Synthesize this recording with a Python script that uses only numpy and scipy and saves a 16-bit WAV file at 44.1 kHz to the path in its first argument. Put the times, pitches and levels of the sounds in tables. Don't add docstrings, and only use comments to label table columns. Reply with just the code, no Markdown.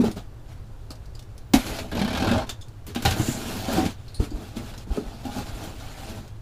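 import sys
import numpy as np
from scipy import signal
from scipy.fft import rfft, irfft, next_fast_len
from scipy.io import wavfile
from scipy.ndimage import uniform_filter1d, map_coordinates

SR = 44100
rng = np.random.default_rng(int(sys.argv[2]) if len(sys.argv) > 2 else 0)


def generate_wav(signal):
    frames = np.transpose(np.atleast_2d(signal))
    scaled = np.clip(frames, -1, 1) * 32767
    pcm = np.round(scaled).astype(np.int16)
    wavfile.write(sys.argv[1], SR, pcm)


N = 282681


def amp(db):
    return 10 ** (np.asarray(db) / 20)


def unit(x):
    return x / np.sqrt(np.mean(x ** 2) + 1e-20)


def along(points, hz):
    pitches, values = np.transpose(points)
    return np.interp(np.log(hz + 1), np.log(pitches + 1), values)


def wobble(rate):
    return map_coordinates(rng.standard_normal(int(N * rate / SR) + 4), [np.arange(N) * rate / SR])


def drift(tones, t):
    return np.cumsum(rng.standard_normal((len(tones), len(t))), axis=1)


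def filtered(x, response):
    size = next_fast_len(len(x) + SR // 2)
    return irfft(rfft(x, size) * response(np.fft.rfftfreq(size, 1 / SR)), size)[:len(x)]


def resonant(tones):
    return lambda hz: sum((-1) ** k * amp(db) * 1j * hz * width / (pitch ** 2 - hz ** 2 + 1j * hz * width)
                          for k, (pitch, width, db) in enumerate(tones))


def add(track, start, sound):
    part = track[max(round(start * SR), 0):][:len(sound)]
    part += sound[:len(part)]


# (pitch [Hz], relative level [dB])
AIR_COLOUR = [(25, -2.5), (50, -3.5), (75, -7), (109, -1.5), (166, -20.5), (400, -25.5), (1400, -36.5),
              (2400, -45.5), (15600, -57.5)]
def air():
    return amp(-39) * unit(filtered(rng.standard_normal(N), lambda hz: amp(along(AIR_COLOUR, hz))))


# (time [s], box drum [dB], surface hiss [dB])
STROKES = [
    [(1.537, -32, -20), (1.558, -21.5, -34), (1.61, -73, -38), (1.65, -42, -43), (1.7, -32, -39.5),
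     (1.8, -40.5, -40.5), (1.85, -38, -53.5), (1.93, -58, -57)],
    [(1.912, -30, -48), (1.928, -31.5, -38), (2.0, -30, -37), (2.1, -35.5, -35), (2.2, -30.5, -35),
     (2.33, -25.5, -37), (2.4, -30, -40.5), (2.46, -41, -50)],
    [(3.02, -37, -51), (3.08, -31, -34), (3.15, -34.5, -41.5), (3.2, -26.5, -36.5), (3.3, -45.5, -39),
     (3.38, -35.5, -43.5), (3.5, -33.5, -40), (3.67, -40, -42)],
    [(3.63, -42, -60), (3.68, -40, -37), (3.72, -30, -35.5), (3.79, -25, -33), (3.86, -28.5, -41.5),
     (3.91, -49, -44), (3.96, -76, -65), (4.2, -67, -64)],
    [(4.3, -68, -73), (4.36, -32.5, -56), (4.45, -42, -51.5), (4.53, -53, -57.5), (4.56, -35, -59),
     (4.62, -42.5, -54), (4.7, -48, -48.5), (4.73, -47, -56.5), (4.85, -55, -56.5)],
    [(4.86, -40, -71), (4.925, -39.5, -48.5), (4.96, -38.5, -46.5), (5.02, -39.5, -54), (5.1, -45.5, -54.5),
     (5.22, -51, -55), (5.24, -54, -62)],
    [(5.23, -45, -49), (5.27, -38, -51), (5.33, -49, -46), (5.39, -32, -41), (5.45, -47.5, -49.5),
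     (5.6, -44.5, -47.5), (5.66, -41.5, -46), (5.74, -47.5, -53), (5.85, -53, -49), (6.1, -44, -48),
     (6.2, -42.5, -53), (6.28, -60, -65), (6.4, -69, -95)],
]
# (rasp over the mean of drum and hiss [dB], rasp growth [dB/s], boom over drum [dB],
# shine over hiss [dB], low blade tone over hiss [dB], high blade tone over hiss [dB])
STROKE_COLOURS = [(-3.5, 2, -3, -10.5, -28, -14.5), (-4.5, 14.5, -4, -52, -57, -25),
                  (-3.5, -4.5, -20, -5, -35, -20), (4.5, -41, -13, -9.5, -32, -39),
                  (-3, 2.5, -20, -6, -40, -40), (-5, 17, -12, -8.5, -40, -40),
                  (0, -1.5, -10.5, -7, -40, -40)]
# (time [s], hold [s], drum [dB], rasp [dB], hiss [dB])
SHORT_SCUFFS = [(0.0, 0.0063, -21, -36, -44.5), (0.034, 0.034, -26, -39, -43.5),
                (0.157, 0.013, -36.5, -43, -47.5), (0.482, 0.035, -58, -61, -61),
                (0.899, .004, -51, -44.5, -68), (2.46, 0.017, -39, -50, -54), (2.866, 0.028, -40, -71, -50),
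                (2.96, 0.055, -43, -64, -49), (4.192, 0.016, -27, -44, -46), (4.225, 0.015, -45, -69, -47),
                (4.556, 0.018, -61, -56, -48.5)]
# (drum [dB], rasp [dB], hiss [dB], shine [dB])
RUSTLE_DB = (-67, -69.5, -66.5, -74)
def contact():
    now, gains = np.arange(N) / SR, np.zeros((7, N))
    for stroke, (rasp_over, growth, boom_over, *treble_over) in zip(STROKES, STROKE_COLOURS):
        times, *curves = np.transpose(stroke)
        on = (now > times[0]) & (now < times[-1])
        age = now[on] - times[0]
        drum_db, hiss_db = [np.interp(now[on], times, curve) for curve in curves]
        rasp_db = (drum_db + hiss_db) / 2 + rasp_over + growth * age
        treble_db = [hiss_db + db for db in treble_over]
        fade = np.clip(np.minimum(age, times[-1] - now[on]) / 0.015, 0, 1)
        gains[:, on] += fade * amp([drum_db, rasp_db, hiss_db, *treble_db, drum_db + boom_over])
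    rise_s, fade_db_per_s = 0.012, 410
    for start, hold, drum_db, rasp_db, hiss_db in SHORT_SCUFFS:
        rise = np.clip((now - start) / rise_s, 0, 1)
        fade = amp(-fade_db_per_s * np.maximum(now - start - rise_s - hold, 0))
        gains[:4] += amp([[drum_db], [rasp_db], [hiss_db], [hiss_db - 7.5]]) * rise * fade
    gains[:4] += amp(RUSTLE_DB)[:, None]
    gains[4] += amp(-41.5) * np.exp(-((now - 3.297) / 0.081) ** 2)
    return gains


def grit(rate_hz, spread_db):
    return rng.standard_normal(N) * amp(spread_db * wobble(rate_hz))


def patchy(x, depth_db):
    spectrum = signal.stft(x, nperseg=256)[2]
    patches = uniform_filter1d(rng.standard_normal(spectrum.shape), size=4, axis=0)
    patches = uniform_filter1d(patches, size=8, axis=1)
    return signal.istft(spectrum * amp(depth_db * unit(patches)), nperseg=256)[1][:N]


def treble(hz):
    return np.clip(np.log2(hz / 4000 + 1e-9) / 2, 0, 1)


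# (pitch [Hz], relative level [dB])
CARD_COLOUR = [(710, 0.5), (1200, -2), (1620, -1), (1950, -5.5), (2400, -2), (4070, -2.5), (6000, -8.5),
               (8240, -14), (12300, -20.5), (15500, -18)]
# (pitch [Hz], width [Hz], relative level [dB])
BLADE_TONES = [(7150, 750, 0), (8840, 580, -1.5), (11270, 1000, 5)]
def card(hz):
    return amp(along(CARD_COLOUR, hz)) * (1 + 0.54 * np.abs(resonant(BLADE_TONES)(hz)))


# (pitch [Hz], width [Hz], relative level [dB])
HOLLOW_TONES = [(94, 26, -1), (203.4, 37, 0.5), (265, 44, -0.5), (330, 29.4, -3), (417.4, 36, -7)]
PANEL_TONES = [(522, 152, 3.5), (652, 53, 11.5), (803, 106, 7.5), (1460, 240, -2.5)]
BENCH_TONES = [(42, 61, 3.5), (84.5, 11, -1)]
def rubbing():
    drum_gain, rasp_gain, hiss_gain, shine_gain, *blade_gains, boom_gain = contact()
    uneven_stroke = amp(0.9 * wobble(40))
    drum = drum_gain * unit(filtered(grit(90, spread_db=2.3), resonant(HOLLOW_TONES)))
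    coarse = patchy(grit(200, spread_db=2.5), depth_db=1.5)
    rasp = rasp_gain * unit(filtered(coarse, resonant(PANEL_TONES)))
    fine = patchy(grit(500, spread_db=1.0), depth_db=1.5)
    hiss = hiss_gain * unit(filtered(fine, lambda hz: card(hz) * (1 - treble(hz))))
    shine = shine_gain * unit(filtered(fine, lambda hz: card(hz) * treble(hz)))
    zing = sum(gain * unit(filtered(fine, resonant([tone])))
               for gain, tone in zip(blade_gains, BLADE_TONES[::2]))
    boom = boom_gain * unit(filtered(rng.standard_normal(N), resonant(BENCH_TONES)))
    surges = stutter()
    surface = surges * (hiss + surges ** 0.23 * shine)
    scrape = drum + surges ** 0.95 * rasp + surface + surges ** 0.51 * zing
    return crackle(surges * hiss_gain) + boom + uneven_stroke * scrape


def crackle(hiss_gain):
    snaps_per_s, middle_hz, ring_s = 400, 2391, 0.033
    t = np.arange(SR // 25) / SR
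    when, pitch, softness = rng.random((int(snaps_per_s * N / SR), 3)).T
    hz = middle_hz * 2 ** (2 * pitch - 1)
    starts = (when * (N - 1)).astype(int)
    gain = hiss_gain[starts] * amp(-0.5 - 10 * softness)
    rings = gain[:, None] * amp(-60 * t / ring_s) * np.sin(2 * np.pi * hz[:, None] * t)
    positions = starts[:, None] + np.arange(len(t))
    return np.bincount(positions.ravel(), rings.ravel(), N + len(t))[:N]


# (pitch [Hz], ring time [s]). A ring time is how long a 60 dB fade takes.
WALL_TONES = [(102, 0.075), (125, 0.12), (203, 0.097), (235, 0.13), (260, 0.097), (300, 0.077),
              (335, 0.017), (400, 0.056), (460, 0.027), (570, 0.094), (637, 0.033), (740, 0.075),
              (790, 0.082), (1250, 0.036)]
# (time [s], level [dB], rise [ms], low pitch [Hz], high over low [dB], high pitch [Hz])
BOX_BLOWS = [(0.0, -7.5, 2.1, 246, -11, 400), (0.038, -10, 1.6, 392, -14.5, 700),
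             (0.906, -36.5, 0.57, 300, -2, 1250), (1.539, 0, 4.9, 257, -3, 686),
             (1.56, -29, 1.4, 253, 10, 790), (1.952, -15.5, 5.2, 235, -6, 630),
             (2.013, -8.5, 6.6, 202, -1.5, 460), (2.048, -12.5, 4.3, 209, -16, 553),
             (2.222, -19.5, 2.1, 260, -10, 637), (2.311, -15.5, 2, 203, -4, 600),
             (2.96, -15.5, 6.3, 233, -9.5, 806), (3.052, -7.5, 4.8, 102, -3.5, 790),
             (3.078, -7, 2.7, 100, -15, 820), (3.113, -10.5, 3.6, 105, -11.5, 260),
             (3.195, -8, 5.7, 126, -2.5, 316), (3.284, -13.5, 3.2, 116, 3.5, 272),
             (3.682, -14, 7.7, 267, 0, 614), (3.782, -11, 2.1, 300, -14, 740),
             (3.861, -16, 1.6, 229, -12, 783), (4.2, -22, 0.94, 106, 0, 400),
             (4.316, -19, 5.2, 307, -23, 755), (4.567, -16, 12, 241, 1.5, 363),
             (4.9742, -14, 0.84, 460, -14, 1190), (4.981, -16.5, 0.87, 280, -2, 400),
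             (5.252, -22.5, 4.1, 267, 0.5, 853), (5.364, -25.5, 2.3, 263, -1.5, 793)]
def knocks():
    out, rattle, t = np.zeros(N), np.zeros(N), np.arange(SR // 5) / SR
    hz, ring_s = np.transpose(WALL_TONES)[:, :, None]
    for start, db, rise_ms, low_hz, high_db, high_hz in BOX_BLOWS:
        tone_db = np.maximum(-45 * np.abs(np.log2(hz / low_hz)),
                             high_db - 60 * np.abs(np.log2(hz / high_hz)))
        waver = rng.normal(0, 0.24, hz.shape) + 0.013 * drift(hz, t)
        rise = amp(db) * (1 - np.exp(-1000 * t / rise_ms))
        tones = amp(tone_db - 60 * t / ring_s) * np.sin(2 * np.pi * hz * t + waver)
        add(out, start, rise * tones.sum(axis=0))
        add(rattle, start, rise * amp(high_db - 14.5 - 60 * t / 0.072) * rng.standard_normal(len(t)))
    return out + filtered(rattle, resonant(PANEL_TONES))


# (pitch [Hz], ring time [s])
SHED_RING = [(200, 0.12), (2000, 0.17), (12000, 0.11)]
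def shed_echo(x):
    out, step, delay_s = np.zeros(N), SR // 4, 0.006
    for start in range(0, N, step):
        hz, t, noise = signal.stft(rng.standard_normal(SR // 2), SR, nperseg=256)
        fade = amp(-60 * t / along(SHED_RING, hz)[:, None])
        tail = signal.istft(noise * fade, SR, nperseg=256)[1]
        echo = signal.fftconvolve(x[start:start + step], tail / np.linalg.norm(tail))
        add(out, start / SR + delay_s, echo)
    return out


STEEL_TONES = [3580, 4220, 4420, 4790, 5240, 6540, 7100, 7720, 7900, 8800, 9380, 10800, 13200, 14100]
# (time [s], relative level [dB], ring gain [dB], main pitch [Hz],
# second pitch [Hz], ring time at 6 kHz [s])
KNIFE_TICKS = [(0.114, -26, -28, 9400, 4500, 0.27), (0.905, -28.5, -8, 4500, 5130, 0.03),
               (0.916, -30, -13, 4500, 8000, 0.023), (0.954, -41, -11, 5100, 11300, .03),
               (1.057, -41, -4, 5170, 4660, 0.028), (1.151, -35, -9, 4800, 7160, 0.041),
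               (1.193, -32, -3, 3460, 4200, 0.012), (1.225, -38, -7, 5160, 11000, 0.022),
               (1.379, -33, -2, 5100, 10900, 0.0093), (2.469, -37, -8, 3600, 6800, .02),
               (2.493, -22, -6, 3720, 7000, 0.074), (2.611, -41.5, -2.5, 3600, 5130, 0.078),
               (2.613, -42, -4.5, 6880, 9750, 0.13), (2.683, -40, -12, 5060, 7500, .05),
               (4.08, -42.5, -5, 4070, 5140, 0.13), (4.144, -37.5, -1.5, 4270, 9360, 0.21),
               (4.3054, -39, -7, 4760, 6840, 0.098), (4.778, -29, -15, 5300, 6240, 0.095),
               (4.968, -37, -2, 4130, 9300, 0.022), (6.278, -38, -11, 6800, 6200, .02)]
def ticks():
    out, t, hz = np.zeros(N), np.arange(SR // 4) / SR, np.array(STEEL_TONES)[:, None]
    for start, db, ring_db, main_hz, second_hz, ring_s in KNIFE_TICKS:
        octaves_off = np.minimum(np.abs(np.log2(hz / main_hz)), np.abs(np.log2(hz / second_hz)) + 0.059)
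        tone_db = ring_db + np.maximum(-70 * octaves_off, -22) + rng.normal(0, 1.5, hz.shape)
        chatter = 0.14 * drift(hz, t)
        shake_db = 2.5 * unit(uniform_filter1d(rng.standard_normal(chatter.shape), size=150, axis=1))
        fade_db = -60 * t / ring_s * (hz / 6000) ** 0.56
        tones = amp(tone_db + fade_db + shake_db) * np.sin(2 * np.pi * hz * t + chatter)
        ring = tones.sum(axis=0) * (1 - np.exp(-t / 0.00095))
        snap = unit(filtered(rng.standard_normal(len(t)), resonant([(4500, 3300, 0)])))
        add(out, start, amp(db) * (ring + amp(-13 - 60 * t / 0.056) * snap))
    return out


# (time [s], relative level [dB], treble boost [dB])
TAPE_CRACKS = [(1.5357, -0.5, 2.5), (1.6645, -17.5, 1), (1.786, -15.5, -17), (2.492, -14.5, 3),
               (2.866, -22.5, 19.5), (2.948, -18, 8), (2.9581, -13, -24), (3.022, -16.5, 7),
               (3.051, -5.5, 5), (3.057, -2.5, -18), (3.083, -18, 1), (3.108, -11, 6), (3.121, -12.5, -12),
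               (3.286, -21, 21), (3.729, -15.5, 19), (3.853, -16, 2), (3.862, -17.5, -8), (4.568, -23.5, 2),
               (4.738, -28, -6), (5.252, -27, 4), (5.638, -25, 15)]
def cracks():
    out, t, ring_s = np.zeros(N), np.arange(SR // 4) / SR, 0.1
    for start, db, boost_db in TAPE_CRACKS:
        burst = unit(filtered(rng.standard_normal(len(t)), lambda hz: card(hz) * amp(boost_db * treble(hz))))
        rise = 1 - np.exp(-t / 0.00032)
        add(out, start, amp(db - 15 - 60 * t / ring_s) * burst * rise)
    return out


# (time [s], level [dB], half length [s], direction [1 towards the listener, -1 away])
AIR_PUSHES = [(1.575, -25, 0.0074, 1), (4.201, -11.5, 0.0039, 1), (4.345, -21, 0.0061, 1),
              (4.912, -15.5, 0.0051, -1), (5.076, -26, 0.0063, 1), (5.537, -25, 0.0061, 1)]
def pushes():
    out, t = np.zeros(N), np.arange(-SR // 10, SR // 10) / SR
    for time, db, half_s, direction in AIR_PUSHES:
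        spread = (t / half_s) ** 2
        pulse = (1 - spread) * np.exp(-spread / 2)
        add(out, time - 0.1 + half_s, direction * amp(db) * pulse)
    return out


# (time [s], strength [dB])
RIDGE_JUMPS = [(1.916, -0.5), (1.95, -2.5), (1.97, -0.5), (1.992, 3), (2.015, 3.5), (2.046, 1),
               (2.077, 1.5), (2.104, -1.5), (2.129, 0.5), (2.149, 0.5), (2.1727, 2), (2.199, 1), (2.222, 1),
               (2.245, 2.5), (2.271, 1.5), (2.289, 2.5), (2.313, 5), (2.333, -9), (2.378, -6)]
def stutter():
    surges, t, now = np.zeros(N), np.arange(SR // 20) / SR, np.arange(N) / SR
    for start, db in RIDGE_JUMPS:
        add(surges, start, amp(db) * np.exp(-(t / 0.018) ** 2) * (1 - np.exp(-t / 0.0017)))
    crossing = (now > RIDGE_JUMPS[0][0]) & (now < RIDGE_JUMPS[-2][0])
    return np.where(crossing, amp(-12), 1) + surges


# (typical pitch [Hz], relative level [dB], ring time [s])
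FLICK_TONES = [(918, -11, 0.11), (1637, -3, 0.086), (2410, -3, 0.053), (3500, -7.5, 0.089),
               (4130, -15, 0.027), (4890, -8, 0.032), (11440, -9.5, 0.026)]
def flicks():
    out, t = np.zeros(N), np.arange(SR // 10) / SR
    hz, db, ring_s = np.transpose(FLICK_TONES)[:, :, None]
    snap_db, ring_db = -44, -35
    for start, jump_db in RIDGE_JUMPS:
        phase = 2 * np.pi * hz * rng.normal(1, 0.07, hz.shape) * t + 0.07 * drift(hz, t)
        snap = amp(snap_db + jump_db - 60 * t / 0.026) * rng.standard_normal(len(t))
        tone_db = ring_db + jump_db + db + rng.normal(0, 3.5, hz.shape)
        tones = amp(tone_db - 60 * t / ring_s) * np.sin(phase)
        add(out, start, snap + tones.sum(axis=0))
    return out


# (time [s], length [s], pitch [Hz], level [dB])
WALL_HUMS = [(2.348, 0.062, 632, -26), (3.756, 0.077, 758, -29.5), (5.255, 0.05, 820, -38.5),
             (5.363, 0.05, 824, -37), (6.022, .035, 778, -47)]
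def hums():
    out, now = np.zeros(N), np.arange(N) / SR
    for start, length, hz, db in WALL_HUMS:
        rise = np.clip((now - start) / 0.0059, 0, 1)
        level_db = db - 1200 * np.maximum(now - start - length, 0) + 1.5 * wobble(50)
        out += rise * amp(level_db) * np.sin(2 * np.pi * hz * now + 0.56 * wobble(45))
    return out


def scene():
    near = rubbing() + flicks() + hums() + knocks() + cracks() + ticks()
    return (near + amp(-9) * shed_echo(near) + pushes() + air())[None]


def record(dry):
    return filtered(dry[0], lambda hz: hz < 15200)[None]


dry = scene()
out = record(dry)
generate_wav(out)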